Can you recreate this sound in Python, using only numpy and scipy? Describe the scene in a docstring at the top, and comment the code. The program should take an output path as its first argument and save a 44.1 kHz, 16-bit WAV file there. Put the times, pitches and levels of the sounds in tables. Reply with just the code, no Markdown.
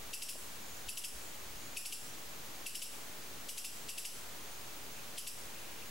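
"""Outdoors by a tree, a small bird scolds with dry chips in runs of two or three, scattered by foliage.
Each chip is a plunging whistle with rough overtones, shaped by resonances and echoed by leaves and trees.
Thin far calls are smeared whistles over shaped noise (breeze, distance), a low hum, wind puffs and one tap.
The camera adds a faint whine of steady sines, and its gain control ducks the hush under every run."""
import sys
import numpy as np
from scipy import signal
from scipy.fft import rfft, irfft
from scipy.io import wavfile
from scipy.ndimage import uniform_filter1d, minimum_filter1d

SR = 44100
rng = np.random.default_rng(int(sys.argv[2]) if len(sys.argv) > 2 else 0)


def pcm_store(signal):
    """Save signal as 16-bit PCM."""
    levels = np.round(np.clip(np.atleast_2d(signal), -1, 1) * 32767)
    wavfile.write(sys.argv[1], SR, levels.astype(np.int16).T)


N = 260190
TIME = np.arange(N) / SR  # s


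def from_db(db):
    """Logarithmic level: decibels to amplitude gain."""
    return 10 ** (np.asarray(db) / 20)


def rms_one(x):
    """Normalization: scale to an rms of 1."""
    return x / np.sqrt(np.mean(x ** 2) + 1e-20)


def at_hz(points, hz):
    """Interpolation on a logarithmic frequency axis."""
    known_hz, values = np.transpose(points)
    return np.interp(np.log(np.maximum(hz, 1)), np.log(known_hz), values)


def swell(t, half_length):
    """Gaussian envelope around t = 0."""
    return np.exp(-.5 * (t / half_length) ** 2)


def drift(rate_hz, size):
    """Low-pass noise: a random wander of rms 1, its spectrum falling as a Gaussian of width rate_hz."""
    hz = np.arange(size // 2 + 1) * SR / size
    spectrum = rfft(rng.standard_normal(size)) * swell(hz, rate_hz)
    return rms_one(irfft(spectrum, size))


def stereo(mid, side, alike):
    """Interchannel correlation: two unrelated signals become a left and right of the given likeness."""
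    alike = np.clip(alike, -1, 1)
    sign = np.array([[1], [-1]])
    return np.sqrt((1 + alike) / 2) * mid + np.sqrt((1 - alike) / 2) * side * sign


# spectrum of the outdoor hush: f/Hz, relative level per Hz/dB
HUSH = [(15, -13), (25, 2), (27, -6), (53, 0), (86, -1), (432, -2), (494, -2.5), (1840, -6.5), (2610, -6.5),
        (5550, -9), (6520, -7.5), (7450, -10), (12400, -12), (14200, -13.5), (15400, -11)]
# correlation of the hush at the two ears: f/Hz, left-right likeness/1
LIKENESS = [(40, 1), (120, 1), (250, 0.69), (500, 0.34), (1000, 0.093), (2500, 0.27), (6000, 0.39),
            (14000, 0.34)]
HUSH_DB = -50  # rms of the left-right mean


def hush():
    """Diffuse field: breeze in distant leaves and microphone hiss, alike in the bass, wide above."""
    hz = np.arange(N // 2 + 1) * SR / N
    alike = np.clip(at_hz(LIKENESS, hz), 0, .995)
    noise = stereo(*rfft(rng.standard_normal((2, N))), alike)
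    noise = noise / np.sqrt(1 + alike)  # likeness leaves the spectrum of the mean unchanged
    noise = irfft(noise * from_db(at_hz(HUSH, hz)), N)
    return noise / noise.mean(0).std() * from_db(HUSH_DB)


# steady lines of the camera's electronics; the upper two beat: f/Hz
WHINE_HZ = [15674.3, 15734.2, 15746.8]
# their rms before the top cut: level/dB
WHINE_DB = [-79, -65, -70]


def whine():
    """Superposition and beats: steady sines picked up from the camera's picture circuits."""
    lines = sum(from_db(db) * np.sin(2 * np.pi * hz * TIME) for hz, db in zip(WHINE_HZ, WHINE_DB))
    return np.sqrt(2) * lines


HUM_HZ, HUM_DB = 103.5, -78  # mean pitch, rms level


def hum(wander=0.018):
    """Frequency modulation: a faint low drone, not quite steady."""
    pitch_hz = HUM_HZ * (1 + wander * drift(2.14, N))
    phase = 2 * np.pi * np.cumsum(pitch_hz) / SR
    return np.sqrt(2) * from_db(HUM_DB) * np.sin(phase)


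# puffs of wind on the microphone: middle t/s, half length t/s, level before the high-pass/dB
PUFFS = [(.04, 0.045, -55), (0.872, .012, -44), (1.16, 0.015, -44.5), (1.505, 0.075, -51)]


def wind(top_hz=34, bottom_hz=34):
    """Turbulent pressure: soft low bumps of air on the microphone."""
    strength = sum(from_db(db) * swell(TIME - s, half_length) for s, half_length, db in PUFFS)
    bumps = strength * drift(top_hz, N)
    high_pass = signal.butter(2, bottom_hz, "high", fs=SR, output="sos")
    return signal.sosfilt(high_pass, bumps)


# the bird's runs: first chip t/s, gap to the second t/s, number of chips/1, first fundamental level/dB
RUNS = [(.1363, 0.087, 3, -33), (0.8897, .086, 3, -32.5), (1.7709, .087, 3, -30.5), (2.6653, .0878, 3, -32),
        (3.4921, .0873, 3, -36), (3.8917, .09, 3, -34), (5.181, .092, 2, -34.5)]
# second and third chip, alike in every run: nominal pitch f/Hz, fundamental level/dB
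FOLLOWERS = [(2920, -36), (2910, -35.5)]
GAP_SHARE = .788  # each gap relative to the one before
# opening chip: nominal pitch at the usual level, and its fall as the level rises
OPENING_HZ, OPENING_DB, FALL_HZ_PER_DB = 2925, -34, 61


def chips():
    """Rhythmic acceleration: an opening chip, lower the harder it is pushed, then quickening followers."""
    for s, gap_s, count, opening_db in RUNS:
        opening_hz = OPENING_HZ - FALL_HZ_PER_DB * (opening_db - OPENING_DB)
        run = [(opening_hz, opening_db), *FOLLOWERS][:round(count)]
        for pitch_hz, tone_db in run:
            yield s, pitch_hz, tone_db
            s = s + gap_s
            gap_s = gap_s * GAP_SHARE


# overtones from the second harmonic up: relative level/dB, peak after the fundamental's t/s, half length t/s
OVERTONES = [(-1.8, 0.00054, 0.004), (-2.5, 0.0022, 0.004), (-0.48, 0.0028, 0.0023), (-0.5, 0.0029, 0.0053)]
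# resonances of throat and beak: f/Hz, gain level/dB
THROAT = [(1700, -14), (2450, -1.5), (3200, -5.5), (4200, -5), (4950, 1), (6500, -6.5), (7750, -0.5),
          (9200, -8), (9900, 4), (10900, -3), (11900, -6.5), (12500, -8), (13200, -11.5), (15500, -16)]


def chip(pitch_hz, tone_db, overtone_db, size, sweep=.075, settle_s=.003, end_share=.91, jitter=0.0343,
         tone_s=0.0038, tone_rough=1.0, usual_db=-35, clear=0.12, rasp_hz=950):
    """Source and filter: a whistle plunges in about 10 ms, with rough overtones, through resonances."""
    t = (np.arange(size) - size // 2) / SR
    glide = end_share + sweep * np.exp(np.minimum(-t / settle_s, 1.8))
    sounding_hz = pitch_hz * glide * (1 + jitter * drift(612, size))
    phase = 2 * np.pi * np.cumsum(sounding_hz) / SR

    def rasp(angle):
        """Random modulation: irregular vibration spreads a partial into a band."""
        return (drift(rasp_hz, size) * np.sin(angle) + drift(rasp_hz, size) * np.cos(angle)) / np.sqrt(2)

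    rough = min(tone_rough * from_db(2 * (usual_db - tone_db)), 1)  # a stronger whistle is purer
    note = from_db(tone_db) * swell(t, tone_s) * (np.sin(phase) + rough * rasp(phase))
    for order, (level_db, late, half_length) in enumerate(OVERTONES, 2):
        partial = clear * np.sin(order * phase) + rasp(order * phase)
        note = note + from_db(overtone_db + level_db) * swell(t - late, half_length) * partial
    hz = np.arange(size // 2 + 1) * SR / size
    return irfft(rfft(note) * from_db(at_hz(THROAT, hz)), size)


OVERTONE_DB = -34.3  # reference for the overtones, the same in every chip


def bird():
    """Directivity: all the chips as sent out in one direction, each call drawing a fresh grain of rasp."""
    out = np.zeros(N + SR)
    for s, pitch_hz, tone_db in chips():
        note = chip(pitch_hz, tone_db, OVERTONE_DB, size=2048)
        start = max(round(s * SR) - len(note) // 2, 0)
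        out[start:start + len(note)] += note
    return out[:N]


BRANCH_DELAY_S = .00303


def direct_path(x, branch_db=-7, pan_db=1.3):
    """Early reflection: the bird sits a little to the left; a near branch adds one quick echo."""
    echo = np.interp(TIME - BRANCH_DELAY_S, TIME, x)
    return (x + from_db(branch_db) * echo) * from_db([[pan_db], [-pan_db]])


def foliage(level_db, t60, build_s, leaf_hz, alike, pan_db, count):
    """Scattering: clumps of leaves return sprays of echoes; being small, leaves reflect treble best."""
    t, out = np.arange(SR // 2) / SR, 0
    decay = from_db(-60 * t / t60) * (1 - np.exp(-t / build_s))
    for _ in range(count):  # one direction of the bird per clump
        spray = stereo(*rng.standard_normal((2, len(t))), alike)
        spray = decay / np.linalg.norm(decay) * spray
        out = out + signal.oaconvolve(bird()[None], spray, axes=1)[:, :N] / np.sqrt(count)
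    high_pass = signal.butter(2, leaf_hz, "high", fs=SR, output="sos")
    out = signal.sosfilt(high_pass, out)
    return out * from_db([[level_db + pan_db], [level_db - pan_db]])


# decay of the trees' ring: f/Hz, time to fall 60 dB t/s
TREES_T60 = [(2500, 0.44), (5000, 0.48), (8000, 0.96), (12000, 0.4)]


def trees(x, wet_db=-9.8, build_s=0.0067, alike=0.81):
    """Reverberation: a long faint tail from the surrounding trees, each band decaying at its own rate."""
    t, tail = np.arange(SR) / SR, 0
    edges = np.geomspace(1500, 16000, 9)  # Hz
    for low, high in zip(edges, edges[1:]):
        band_pass = signal.butter(2, [low, high], "band", fs=SR, output="sos")
        band = signal.sosfilt(band_pass, rng.standard_normal((2, SR)))
        tail = tail + band * from_db(-60 * t / at_hz(TREES_T60, np.sqrt(low * high)))
    tail = stereo(*tail, alike) * (1 - np.exp(-t / build_s))
    tail = rms_one(tail) / np.sqrt(SR)  # unit energy
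    return from_db(wet_db) * signal.fftconvolve(x, tail, axes=1)[:, :N]


# a soft tap on the camera body: onset t/s, reference level/dB
TAP = (.3555, -47.5)
# modes of the body: f/Hz, level relative to the tap/dB, time to fall 60 dB t/s
BODY = [(260, -3, .04), (620, 9, .03), (940, -7, .015)]


def tap():
    """Modal decay: one touch sets the camera body ringing briefly."""
    s, level_db = TAP
    t = np.maximum(TIME - s, 0)
    out = 0
    for hz, db, t60 in BODY:
        fall_db = np.minimum(60 * t / t60, 200)
        out = out + from_db(level_db + db - fall_db) * np.sin(2 * np.pi * hz * t)
    return out


# far thin calls: middle t/s, half length t/s, pitch f/Hz, glide (Hz per s), level/dB
FAR_CALLS = [(.74, .092, 6900, 0, -56.5), (1.27, .07, 7040, 0, -59), (1.654, .085, 6800, 3500, -56.5),
             (2.1, .05, 5900, 0, -59), (2.59, .06, 6850, 1500, -63), (4.52, .07, 6550, 0, -60),
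             (4.967, .06, 6700, 0.5, -61), (4.98, .025, 2550, 0, -53), (5.62, .12, 2675, 0, -59),
             (5.828, .03, 2595, 0, -54.5)]


def far_calls(smear_hz=300, wobble=0.0252):
    """Multipath fading: thin whistles, smeared by many echoes into narrow bands."""
    out = 0
    blur = stereo(drift(smear_hz, N), drift(smear_hz, N), 0.73)
    waver = 1 + wobble * drift(316, N)
    for s, half_length, pitch_hz, glide, db in FAR_CALLS:
        sounding_hz = (pitch_hz + glide * (TIME - s)) * waver
        phase = 2 * np.pi * np.cumsum(sounding_hz) / SR
        out = out + from_db(db) * swell(TIME - s, half_length) * blur * np.sin(phase)
    return out


def scene():
    """Superposition: the bird and its echoes over the background."""
    direct = direct_path(bird())
    near = foliage(level_db=2, t60=0.071, build_s=0.0045, leaf_hz=4440, alike=0.78, pan_db=0.5, count=2)
    far = foliage(level_db=1.0, t60=0.23, build_s=0.04, leaf_hz=3570, alike=0.72, pan_db=0.1, count=4)
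    background = far_calls() + hush() + hum()
    return direct + near + far + trees(near + far) + background + wind() + tap() + whine()


def gain_control(x, threshold_db=-44, most_cut_db=5.0, hold_s=0.039, release_db_per_s=85, attack_s=0.00092):
    """Dynamic compression: loud sounds quickly pull the gain down; it holds briefly, then recovers."""
    power = uniform_filter1d(np.mean(x ** 2, axis=0), size=400)
    level_db = 10 * np.log10(np.maximum(power, 1e-12))
    cut_db = np.clip(level_db - threshold_db, 0, most_cut_db)
    # hold: the largest cut within the last hold_s
    half_hold = int(hold_s * SR / 2)
    cut_db = -minimum_filter1d(-cut_db, 2 * half_hold + 1, origin=half_hold)
    # release: the cut shrinks no faster than a straight line in dB
    recovery_db = release_db_per_s * TIME
    cut_db = np.maximum.accumulate(cut_db + recovery_db) - recovery_db
    pole = np.exp(-1 / (attack_s * SR))
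    return x * from_db(-signal.lfilter([1 - pole], [1, -pole], cut_db))


CUTOFF_HZ = 15795


def record(dry):
    """Band limiting: gain control, a steep top cut and the converter's small offset."""
    offset = -.0039  # of full scale
    top_cut = signal.firwin(1501, CUTOFF_HZ, fs=SR)
    return signal.fftconvolve(gain_control(dry), top_cut[None], mode="same", axes=1) + offset


dry = scene()
out = record(dry)
pcm_store(out)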